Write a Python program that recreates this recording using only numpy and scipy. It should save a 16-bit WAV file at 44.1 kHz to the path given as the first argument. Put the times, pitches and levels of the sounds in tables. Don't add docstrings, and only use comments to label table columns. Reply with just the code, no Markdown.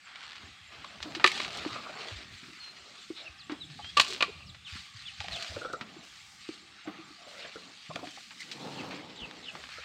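import sys
import numpy as np
from scipy import signal
from scipy.fft import rfft, irfft
from scipy.io import wavfile
from scipy.ndimage import uniform_filter1d

SR = 44100
rng = np.random.default_rng(int(sys.argv[2]) if len(sys.argv) > 2 else 0)


def waveform_to_disk(signal):
    frames = np.transpose(np.atleast_2d(signal))
    scaled = np.clip(frames, -1, 1) * 32767
    samples = np.round(scaled).astype(np.int16)
    wavfile.write(sys.argv[1], SR, samples)


N = 433944

# f/Hz, gain/dB
FIBRE_COLOUR = [(100, -57), (400, -15.5), (1100, 1.5), (2500, 7.5), (4400, 5.5), (5500, -3), (8400, -14.5),
                (9500, -31.5), (15500, -37)]
# f/Hz, gain/dB
PULP_COLOUR = [(250, -18.5), (400, 4), (500, -0.5), (690, 6), (940, -0.5), (1250, 4.5), (1600, -3),
               (3000, -41)]


def gain_of(db):
    return 10 ** (np.asarray(db) / 20)


def evened(x):
    return x / np.sqrt(np.mean(x ** 2) + 1e-20)


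def peaked(x, size=130):
    return x / np.sqrt(4 * uniform_filter1d(x ** 2, size).max())


def read(points, hz):
    f, value = np.transpose(points)
    return np.interp(np.log(hz + 1), np.log(f + 1), value)


def level(curve):
    return gain_of(np.interp(np.arange(N) / SR, *np.transpose(curve)))


def add(mix, s, sound):
    part = mix[max(round(s * SR), 0):][:len(sound)]
    part += sound[:len(part)]


def coloured(x, colour, tilt_db=0, size=4096):
    hz = abs(np.fft.fftfreq(size, 1 / SR))
    octaves = np.log2(np.clip(hz, 300, 9000) / 2000)
    log_gain = np.log(gain_of(read(colour, hz) + tilt_db * octaves))
    response = np.exp(np.conj(signal.hilbert(log_gain)))
    taps = np.fft.ifft(response).real[:size // 2]
    return signal.oaconvolve(x, taps)[:len(x)]


def resonate(x, hz, width_hz):
    r = np.exp(-np.pi * width_hz / SR)
    return signal.lfilter([1 - r], [1, -r * np.exp(2j * np.pi * hz / SR)], x).imag


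def drift(per_s):
    knots = rng.standard_normal(4096)
    return evened(np.interp(np.arange(N) / SR * per_s, np.arange(len(knots)), knots))


def grains(per_s, spread_db):
    size = gain_of(spread_db * np.minimum(rng.exponential(1, N), 4))
    sign = rng.choice([-1, 1], N)
    return evened(size * sign * (rng.random(N) < per_s / SR))


def burst(rise_s, t60, size=8192, order=90):
    t = np.arange(size) / SR
    shape = (1 - np.exp(-(t / rise_s) ** 2)) * gain_of(-60 * t / max(t60, .004))
    z = rfft(rng.standard_normal(size) * shape)
    volley = irfft(z / np.sqrt(uniform_filter1d(abs(z) ** 2, order)))
    return volley * signal.windows.tukey(size, .002), shape


def patchy(x, depth_db, span_s, span_hz, size=1024):
    hop = size // 4
    z = signal.stft(x, SR, nperseg=size, noverlap=size - hop)[2]
    field = rng.standard_normal(z.shape)
    for axis, cells in enumerate([span_hz * size / SR, span_s * SR / hop]):
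        blur = signal.windows.gaussian(61, max(cells, .2) / 2)
        field = signal.fftconvolve(field, np.expand_dims(blur, 1 - axis), "same")
    z = z * gain_of(depth_db * evened(field))
    return evened(signal.istft(z, SR, nperseg=size, noverlap=size - hop)[1][:N])


def stroke(texture, s, length, attack_s, swell_db_per_s, release_db_per_s):
    part = texture[round(s * SR):][:round((length + .5) * SR)]
    t = np.arange(len(part)) / SR
    fall_db = release_db_per_s * np.maximum(t - length, 0) - swell_db_per_s * t
    return part * np.minimum(t / attack_s, 1) * gain_of(-fall_db)


def clearing(x, near_db, far_db, near_t60=0.13):
    # f/Hz, t60/s
    tail_t60 = [(200, 1), (1200, 0.47), (2200, 0.66), (3500, 0.96), (9000, 1)]
    t = np.arange(SR) / SR
    near, far = rng.standard_normal((2, SR)) * (1 - np.exp(-(t / 0.0013) ** 2))
    near = near * gain_of(-60 * t / near_t60)
    hz, at, z = signal.stft(far, SR, nperseg=256)
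    decay = gain_of(-60 * at / read(tail_t60, hz)[:, None])
    far = signal.istft(z * decay, SR, nperseg=256)[1][:SR]
    echo = gain_of(near_db) * near / np.linalg.norm(near) + gain_of(far_db) * far / np.linalg.norm(far)
    return x + signal.fftconvolve(x, echo)[:N]


def hills(hills_db=-57, swell_db=0.77):
    # f/Hz, gain/dB
    foliage_colour = [(30, -21), (70, -23), (200, -8), (400, -22), (640, -23), (810, -10), (990, -26.5),
                      (1150, -5), (1450, -13.5), (2100, -6.5), (4400, -11.5), (5600, -17.5), (8200, -21),
                      (9600, -35), (15500, -45)]
    noise = coloured(rng.standard_normal(N), foliage_colour)
    hiss = patchy(noise, depth_db=3.0, span_s=0.12, span_hz=150)
    return gain_of(hills_db + swell_db * drift(per_s=3.46)) * hiss


def breeze(trim_db=2, gust_db=4.0):
    # t/s, level/dB
    air_level = [(0.0, -82.5), (0.82, -56.5), (1.09, -66), (1.56, -60), (1.92, -79), (2.33, -62),
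                 (2.57, -76), (3.12, -75), (3.92, -60.5), (4.79, -66), (5.45, -59), (5.67, -62),
                 (5.81, -72), (7.15, -76), (8.6, -84), (9.84, -64)]
    # f/Hz, gain/dB
    air_colour = [(20, -18), (45, -8), (75, 1), (120, -3.5), (180, -7), (350, -43), (900, -51)]
    air = evened(coloured(rng.standard_normal(N), air_colour))
    gusts = evened(air * gain_of(gust_db * drift(per_s=24)))
    return gain_of(trim_db) * level(air_level) * gusts


def insect(insect_db=-60, start_hz=7500, end_hz=7200):
    first_s, period_s, jitter_s = .032, .2124, 0.0058
    out, u = np.zeros(N), np.linspace(0, 1, SR // 40)
    hz = start_hz + (end_hz - start_hz) * u
    chip = np.sin(np.pi * u) * np.sin(2 * np.pi * np.cumsum(hz) / SR)
    for k, (late, db) in enumerate(rng.standard_normal((46, 2))):
        add(out, first_s + k * period_s + jitter_s * late, gain_of(insect_db + db) * chip)
    return out


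def rustle(trim_db=-4.5, flutter_db=1.0, crackle_db=-7):
    # t/s, length/s, level/dB, tilt/(dB per octave)
    drags = [(0.036, 0.19, -45.5, -5.5), (0.18, 0.25, -52, -2.5), (0.395, 0.35, -59.5, -2.5),
             (0.692, 0.28, -51, -2), (0.998, 0.31, -50, 1), (1.26, 0.14, -42, 3.5),
             (1.498, 0.19, -42.5, 0.5), (1.713, 0.25, -46, -2), (1.968, 0.21, -43.5, 0),
             (2.302, 0.35, -49.5, -2), (2.734, 0.33, -53.5, 3), (3.143, 0.05, -44.5, -3.5),
             (3.679, 0.42, -52, 3), (4.653, 0.11, -41.5, 1), (4.932, 0.27, -49.5, 1.5),
             (5.19, 0.12, -46.5, 0), (5.3, 0.15, -42, 1), (5.468, 0.17, -52.5, 2.5), (5.85, 0.35, -52, -1),
             (6.376, 0.17, -53, 4), (6.656, 0.21, -51.5, -2.5), (6.88, 0.18, -54, -5.5),
             (7.045, 0.19, -55, 3), (7.263, 0.11, -48, -1), (7.37, 0.11, -45, -2.5), (7.51, 0.45, -54, 3),
             (8.01, .2, -52, 3.5), (8.343, 0.36, -49.5, 1.5), (8.714, 0.14, -44.5, -2),
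             (8.904, 0.028, -45, -2), (9.064, 0.42, -53.5, 1), (9.526, 0.12, -47.5, -3),
             (9.685, 0.18, -43.5, -2.5)]
    # f/Hz, gain/dB
    litter_colour = [(400, -30.5), (900, -11.5), (1250, -2.5), (2300, 2.5), (4400, 2), (5400, -7),
                     (8300, -17.5), (9400, -29), (15500, -45)]
    # f/Hz, gain/dB
    flat = [(100, 0), (15000, 0)]
    grit = grains(per_s=5000, spread_db=-0.5) * gain_of(flutter_db * drift(per_s=79))
    ticks = grains(per_s=160, spread_db=2.5)
    dirt = coloured(grit + gain_of(crackle_db) * ticks, litter_colour)
    dirt = patchy(dirt, depth_db=2.5, span_s=0.018, span_hz=215)
    out = np.zeros(N)
    for s, length, db, tilt_db in drags:
        drag = stroke(dirt, s, length, attack_s=0.033, swell_db_per_s=10.5, release_db_per_s=94)
        add(out, s, gain_of(db + trim_db) * coloured(drag, flat, tilt_db))
    return out


def snaps(splinter_trim_db=-4, click_trim_db=-5, rise_s=0.001075):
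    # t/s, level/dB, tilt/(dB per octave), t60/s
    breaks = [(0.157, -32.5, -1.5, 0.0099), (0.235, -36, -2.5, 0.042), (0.318, -36, -1, 0.013),
              (0.365, -37, -1.5, 0.03), (0.845, -33.5, -2, 0.013), (1.003, -34, -6.5, 0.034),
              (1.027, -23.5, 1.5, 0.035), (1.149, -23.5, 0, 0.068), (1.197, -26, -7.5, 0.12),
              (1.376, -24.5, 2, 0.063), (1.416, -26, 3, 0.015), (1.431, -27, 2, 0.055),
              (1.446, -23.5, -2, 0.034), (1.48, -37, -2, 0.015), (1.505, -33, 0, 0.025),
              (1.549, -31, 2, 0.025), (1.571, -30.5, 10, 0.025), (1.649, -27.5, -11, 0.045),
              (1.759, -32, -11.5, 0.0062), (3.496, -30, -8.5, 0.21), (3.518, -33.5, 1, 0.044),
              (3.7, -41.5, -3, 0.011), (3.844, -32, -4, 0.041), (4.046, -25, 6.5, 0.027),
              (4.079, -30.5, 11, 0.15), (4.104, -28, 7, 0.11), (4.132, -29, 10, 0.05),
              (4.146, -28, 0.5, 0.037), (4.546, -38, -3, 0.078), (5.203, -25, -0.5, 0.028),
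              (5.242, -33, 0, 0.024), (5.283, -27, -2, 0.016), (5.36, -33, 10, 0.027),
              (5.424, -25.5, 5, 0.03), (5.445, -29, -1.5, 0.016), (5.561, -33, -9, 0.015),
              (5.729, -36, 11, 0.032), (5.81, -26, -4.5, 0.051), (6.488, -37, 0, 0.02),
              (6.874, -35, -9, 0.035), (7.958, -22.5, 1.5, 0.0086), (8.071, -34, -3.5, 0.062),
              (8.307, -35.5, -3, 0.14), (8.404, -34.5, 11, 0.098), (8.514, -27.5, 3.5, 0.075),
              (8.909, -32.5, -4, 0.16), (9.311, -33, -1.5, 0.0047), (9.552, -30.5, -9, 0.022),
              (9.638, -34, -4, 0.022), (9.669, -40, -3, 0.02), (9.689, -33, -3, 0.029)]
    out = np.zeros(N)
    for s, db, tilt_db, t60 in breaks:
        splinters = peaked(coloured(burst(rise_s, t60)[0], FIBRE_COLOUR, tilt_db))
        click = coloured(signal.unit_impulse(len(splinters)), FIBRE_COLOUR, tilt_db)
        add(out, s, gain_of(db + splinter_trim_db) * splinters)
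        add(out, s + rise_s, gain_of(db + click_trim_db) * 2 * click / abs(click).max())
    return out


def tears():
    # t/s, length/s, level/dB
    partings = [(0.2, 0.172, -52), (1.12, 0.023, -45.5), (1.285, 0.18, -51), (1.47, 0.23, -55.5),
                (4.027, 0.13, -47)]
    out, ticks = np.zeros(N), evened(coloured(grains(per_s=70, spread_db=2), FIBRE_COLOUR))
    for s, length, db in partings:
        parting = stroke(ticks, s, length, attack_s=.005, swell_db_per_s=0, release_db_per_s=400)
        add(out, s, gain_of(db) * parting)
    return out


def munch(attack_s=0.04, swell_db_per_s=-8, release_db_per_s=170):
    # t/s, length/s, grind level/dB, squelch level/dB
    jaw_strokes = [(0.382, 0.072, -57.5, -59.5), (0.685, 0.29, -61.5, -57), (1.02, 0.23, -50.5, -51),
                   (1.31, 0.19, -52, -47.5), (1.523, 0.27, -52.5, -48.5), (1.813, 0.3, -58.5, -47.5),
                   (2.152, 0.17, -60, -63), (2.402, 0.11, -54.5, -75), (2.636, 0.37, -70, -60.5),
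                   (3.457, 0.42, -59, -70), (3.987, 0.32, -60, -54.5), (4.35, 0.17, -67.5, -71),
                   (5.25, 0.34, -67, -57), (5.515, 0.29, -63, -60), (5.78, 0.25, -58.5, -57.5),
                   (6.505, 0.26, -67.5, -70), (6.845, 0.042, -48.5, -47.5), (6.936, 0.18, -65, -67),
                   (7.196, 0.29, -68.5, -60), (7.533, 0.15, -57, -59.5), (7.918, 0.11, -49, -52),
                   (8.308, 0.35, -60.5, -85), (9.497, 0.086, -56, -54)]
    # f/Hz, gain/dB
    grind_colour = [(70, -23), (130, -2.5), (190, 0.5), (310, -0.5), (400, -8.5), (600, -41), (1200, -45)]
    cells = grains(per_s=2000, spread_db=2.5)
    grind = patchy(coloured(cells, grind_colour), depth_db=3.0, span_s=0.029, span_hz=79)
    wet_cells = grains(per_s=2200, spread_db=3.0)
    squelch = patchy(coloured(wet_cells, PULP_COLOUR), depth_db=2.5, span_s=0.035, span_hz=150)
    out = np.zeros(N)
    for s, length, muffled_db, wet_db in jaw_strokes:
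        pulp = gain_of(muffled_db) * grind + gain_of(wet_db) * squelch
        add(out, s, stroke(pulp, s, length, attack_s, swell_db_per_s, release_db_per_s))
    return out


def thuds(trim_db=-1, swell_s=0.0094, delay_s=0.0032):
    # t/s, level/dB, f/Hz
    low_hits = [(0.431, -47, 83.4), (1.004, -47, 67.3), (1.59, -49, 77), (1.712, -44, 115),
                (2.113, -38, 99), (2.151, -41, 60.4), (3.289, -48, 71), (3.827, -45.5, 89.5),
                (4.35, -51, 84), (4.48, -47, 65.6), (4.72, -38.5, 85.5), (4.943, -45, 109), (5.19, -39, 88),
                (5.306, -42, 63.3), (5.491, -41, 79.6), (5.549, -40, 99), (5.802, -48, 121),
                (9.21, -44, 55)]
    out, t = np.zeros(N), np.arange(SR // 4) / SR
    shape = t / swell_s * np.exp(1 - t / swell_s)
    for s, db, hz in low_hits:
        add(out, s + delay_s, gain_of(db + trim_db) * shape * np.sin(2 * np.pi * hz * t))
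    return out


def pops(trim_db=-2, low_width_hz=180, high_width_hz=210, lead_s=0.00309):
    # t/s, level/dB, low f/Hz, high f/Hz, high against low/dB
    hollows = [(0.844, -40.5, 654, 1100, 17), (1.758, -32, 686, 1220, 8), (1.785, -37, 690, 1180, 7),
               (1.863, -38, 665, 1250, 8), (1.892, -34.5, 644, 1390, -1), (3.791, -38, 814, 1170, -6),
               (5.205, -45, 810, 1340, -22), (5.243, -44.5, 770, 1540, -23), (5.281, -45, 714, 1590, -16),
               (5.312, -44, 710, 1380, -4), (5.36, -43, 690, 1560, -17), (5.516, -48, 650, 1350, -19),
               (5.564, -30.5, 504, 1400, -10), (5.614, -32, 520, 1420, 3), (5.649, -26, 507, 1360, 3.5),
               (5.699, -36, 455, 1480, 2), (5.735, -25.5, 480, 1340, 5), (7.27, -45, 630, 1180, -10),
               (7.448, -36.5, 626, 1660, -3.5), (7.558, -35, 470, 1370, -4.5),
               (7.901, -33.5, 664, 1090, -1.5), (7.96, -31.5, 663, 1280, -10), (7.992, -42, 716, 1040, 8),
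               (8.03, -37.5, 693, 1090, -10), (8.174, -40.5, 775, 1203, -1), (9.784, -40.5, 565, 1320, -5)]
    out = np.zeros(N)
    for s, db, low_hz, high_hz, high_db in hollows:
        tear = burst(rise_s=0.0021, t60=0.049, order=30)[0]
        low = peaked(resonate(resonate(tear, low_hz, low_width_hz), low_hz, low_width_hz))
        high = peaked(resonate(resonate(tear, high_hz, high_width_hz), high_hz, high_width_hz))
        pop = gain_of(-high_db / 2) * low + gain_of(high_db / 2) * high
        add(out, s - lead_s, gain_of(db + trim_db) * pop)
    return out


def knocks(crush_db=-18, rise_s=0.0024, bend=0.13):
    # t/s, level/dB, f/Hz, t60/s
    dull_hits = [(1.056, -39.5, 299, 0.17), (1.165, -35.5, 323, 0.076), (1.246, -25, 360, 0.081),
                 (1.66, -25, 295, 0.039), (3.102, -29.5, 325, 0.043), (3.496, -32.5, 304, 0.052),
                 (3.519, -28.5, 288, 0.065), (4.754, -40, 186, 0.04), (5.811, -40.5, 224, 0.15),
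                 (5.963, -45, 330, 0.08), (6.489, -28.5, 315, 0.028), (6.873, -32.5, 304, 0.07),
                 (6.985, -43.5, 323, 0.12), (7.104, -50.5, 294, 0.11), (7.892, -39, 161, 0.095),
                 (7.954, -36, 186, 0.03), (8.028, -40.5, 277, 0.14), (8.071, -41, 286, 0.062),
                 (9.232, -43, 163, 0.046)]
    out = np.zeros(N)
    for s, db, hz, t60 in dull_hits:
        volley, shape = burst(rise_s, t60)
        t = np.arange(len(shape)) / SR
        sagging_hz = hz * (1 + bend * (np.exp(-t / 0.028) - .5))
        note = shape / shape.max() * np.sin(2 * np.pi * np.cumsum(sagging_hz) / SR)
        crush = peaked(coloured(volley, PULP_COLOUR))
        add(out, s, gain_of(db) * (note + gain_of(crush_db) * crush))
    return out


def cracks(crack_trim_db=-2, hollow_trim_db=2, wall_trim_db=-2, rise_s=0.0035, splinter_width_hz=400,
           lead_s=0.00098):
    # t/s, level/dB, hollow ring level/dB, f/Hz, tilt/(dB per octave), t60/s, splinter ring level/dB
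    splits = [(1.2425, -2, -19, 2060, -1.5, 0.0076, 9), (1.248, -7.5, -47, 1440, -5, 0.0078, 18),
              (1.2612, -12.5, -52, 2670, 3, 0.02, 8), (1.273, -12.5, -51, 2230, 5.5, 0.02, 13),
              (1.3164, -23, -60, 2130, 7, 0.015, 16), (1.4, -17.5, -43, 2110, -2.5, 0.013, 6),
              (3.969, -10, -15, 2870, 1.5, 0.054, 5), (3.9796, -17.5, -21, 2880, -4, 0.039, 6),
              (3.997, -3, -36, 2700, 0.5, 0.024, -4), (4.0097, -16, -46, 2740, 7.5, 0.03, -5),
              (4.2061, -15, -31, 2560, -3, 0.026, 10), (4.2233, -9.5, -21, 2520, -2, 0.023, 7)]
    # f/Hz, level/dB, t60/s
    cane_modes = [(447, -7, 0.019), (1050, -10, 0.046), (1161, 1.5, 0.074), (1430, -38, 0.04),
                  (1786, -9, 0.028), (2450, -35, 0.054), (2690, -14, 0.043), (3130, -27, 0.046),
                  (3820, -14, 0.045), (4200, -16, 0.044), (4710, -26, 0.06)]
    # f/Hz, gain/dB
    volley_colour = [(100, -17), (330, -6.5), (460, 0), (830, 0), (1100, 9), (1600, 1), (2600, 6),
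                     (3400, 5), (4400, 6), (5400, -4.5), (8400, -13), (9500, -25.5), (15500, -36)]
    out, t = np.zeros(N), np.arange(SR // 4) / SR
    for s, db, hollow_db, splinter_hz, tilt_db, t60, splinter_db in splits:
        volley = coloured(burst(rise_s, t60)[0], volley_colour, tilt_db)
        splinter = signal.lfilter(*signal.iirpeak(splinter_hz, splinter_hz / splinter_width_hz, SR), volley)
        crack = peaked(volley + gain_of(splinter_db) * splinter)
        add(out, s - lead_s, gain_of(db + crack_trim_db) * crack)
        for hz, mode_db, life in cane_modes:
            if hz < 1500:
                drive_db = hollow_db + hollow_trim_db
            else:
                drive_db = db + wall_trim_db + tilt_db * np.log2(hz / splinter_hz)
            ring = np.sin(2 * np.pi * hz * (t + round(s * SR) / SR))
            fade = gain_of(drive_db + mode_db - 60 * t / life)
            add(out, s, fade * ring * (1 - np.exp(-t / rise_s)))
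    return out


def rubs():
    # t/s, length/s, level/dB, f/Hz, width/Hz
    contacts = [(1.3, 0.033, -40, 2130, 130), (1.654, 0.19, -47, 1205, 248), (3.136, 0.11, -47, 3850, 900),
                (3.161, 0.16, -58.5, 680, 280), (3.55, 0.36, -57.5, 160, 40), (3.599, 0.11, -63, 320, 110),
                (4.058, 0.14, -49, 413, 100), (4.269, 0.044, -46.5, 428, 80), (5.249, 0.27, -52.5, 687, 70),
                (5.5, 0.35, -53.5, 640, 220), (5.577, 0.18, -49.5, 1393, 170),
                (6.384, 0.18, -56, 2720, 650), (7.167, 0.091, -60, 700, 70), (7.274, 0.27, -54.5, 620, 260),
                (8.393, 0.044, -44.5, 2050, 200)]
    out = np.zeros(N)
    for s, length, db, hz, width_hz in contacts:
        slips = rng.laplace(size=SR // 2)[:round(length * SR)]
        body = evened(resonate(resonate(slips, hz, width_hz), hz, width_hz))
        add(out, s, gain_of(db) * body * signal.windows.tukey(len(body), .7))
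    return out


def dust(trim_db=-1):
    # t/s, length/s, level/dB
    slides = [(2.303, 0.4, -62.5), (2.975, 0.19, -66), (4.677, 0.18, -61.5), (5.3, 0.28, -58.5),
              (6.016, 0.34, -59.5), (7.26, 0.13, -59.5), (8.017, 0.87, -60), (9.496, 0.29, -60.5)]
    # f/Hz, gain/dB
    fine_colour = [(1500, -18), (5000, 13), (8300, 6.5), (9600, -4), (15500, -13)]
    out, hiss = np.zeros(N), evened(coloured(grains(per_s=4600, spread_db=3.5), fine_colour))
    for s, length, db in slides:
        slide = stroke(hiss, s, length, attack_s=0.025, swell_db_per_s=-1.0, release_db_per_s=112)
        add(out, s, gain_of(db + trim_db) * slide)
    return out


def whistle(length, start_hz, middle_hz, end_hz, loudest, trill=0, trill_hz=72, fade_db=24):
    u = np.linspace(0, 1, round(length * SR))
    turn, depth = 2 * np.pi * trill_hz * length * u, trill * np.cos(np.pi * u / 2)
    glide_hz = np.polyval(np.polyfit([0, .5, 1], [start_hz, middle_hz, end_hz], 2), u)
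    hz = glide_hz * (1 + depth * np.sin(turn))
    pulsing_db = 55 * depth * (np.sin(turn - .7) - .7)
    waver_db = 2.2 * np.interp(130 * length * u, np.arange(32), rng.standard_normal(32))
    shape = gain_of(pulsing_db + waver_db - fade_db * (u - loudest) ** 2) * signal.windows.tukey(len(u), .2)
    return shape * np.sin(2 * np.pi * np.cumsum(hz) / SR)


def birds(trim_db=-4.0, trill=.13, trill_fade_db=10):
    # t/s, length/s, start f/Hz, middle f/Hz, end f/Hz, level/dB, loudest place
    single_notes = [(2.54, 0.038, 5660, 4800, 4330, -51, .6), (2.592, 0.15, 4315, 4160, 4165, -41.5, 0.46),
                    (3.255, 0.032, 2800, 2680, 2360, -39, 0.59),
                    (3.379, 0.051, 5700, 4330, 3310, -44.5, 0.76),
                    (3.598, 0.052, 4070, 3790, 3120, -39, 0.51),
                    (3.817, 0.095, 3030, 3200, 3380, -36.5, 0.7),
                    (4.418, 0.019, 2810, 2620, 2300, -42.5, 0.37),
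                    (4.458, 0.052, 5900, 4670, 3100, -42.5, 0.95),
                    (4.646, 0.049, 3930, 3020, 2380, -38, 0.46),
                    (5.052, 0.054, 3590, 3140, 2310, -36, 0.41),
                    (5.308, 0.078, 4440, 3650, 2350, -35.5, 0.46),
                    (7.38, 0.067, 5800, 4280, 3400, -46, 0.67), (8.775, 0.033, 3180, 2750, 2470, -37, 0.74)]
    # t/s, length/s, start f/Hz, middle f/Hz, end f/Hz, level/dB
    trilled_notes = [(9.16, 0.099, 3750, 3110, 2500, -34), (9.426, 0.085, 3950, 3120, 2420, -35)]
    out = np.zeros(N)
    for s, length, start_hz, middle_hz, end_hz, db, loudest in single_notes:
        note = whistle(length, start_hz, middle_hz, end_hz, loudest)
        add(out, s, gain_of(db + trim_db) * note)
    for s, length, start_hz, middle_hz, end_hz, db in trilled_notes:
        note = whistle(length, start_hz, middle_hz, end_hz, 1, trill, fade_db=trill_fade_db)
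        add(out, s, gain_of(db + trim_db) * note)
    return out


def mouthful():
    # t/s, level/dB
    crush_level = [(8.38, -74), (8.59, -47.5), (8.655, -41), (8.75, -45.5), (8.83, -41), (8.95, -45.5),
                   (9.02, -48.5), (9.19, -54), (9.24, -47.5), (9.34, -54), (9.5, -57)]
    # f/Hz, gain/dB
    melon_colour = [(60, -20), (150, 0), (300, 2), (390, -4.5), (490, -0.5), (600, -7.5), (850, -4),
                    (1250, -11.5), (1700, -20), (3500, -46.5)]
    t = np.arange(N) / SR
    pulp = evened(coloured(grains(per_s=6000, spread_db=2), melon_colour))
    return pulp * level(crush_level) * (t > crush_level[0][0]) * (t < crush_level[-1][0])


def scene():
    background = hills() + breeze() + insect()
    ground = rustle() + thuds() + rubs() + dust()
    feeding = clearing(snaps() + tears() + pops() + knocks() + cracks(), near_db=-9.5, far_db=-16.0)
    chewing = munch() + mouthful()
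    song = clearing(birds(), near_db=-7, far_db=-11)
    return (background + ground + feeding + chewing + song)[None]


def record(dry):
    low_cut_hz, band_limit_hz = 46, 15900
    low_cut = signal.butter(2, low_cut_hz, "highpass", fs=SR, output="sos")
    band_limit = signal.firwin(511, band_limit_hz, window=("kaiser", 9), fs=SR)
    return signal.oaconvolve(signal.sosfilt(low_cut, dry), band_limit[None], "same")


dry = scene()
out = record(dry)
waveform_to_disk(out)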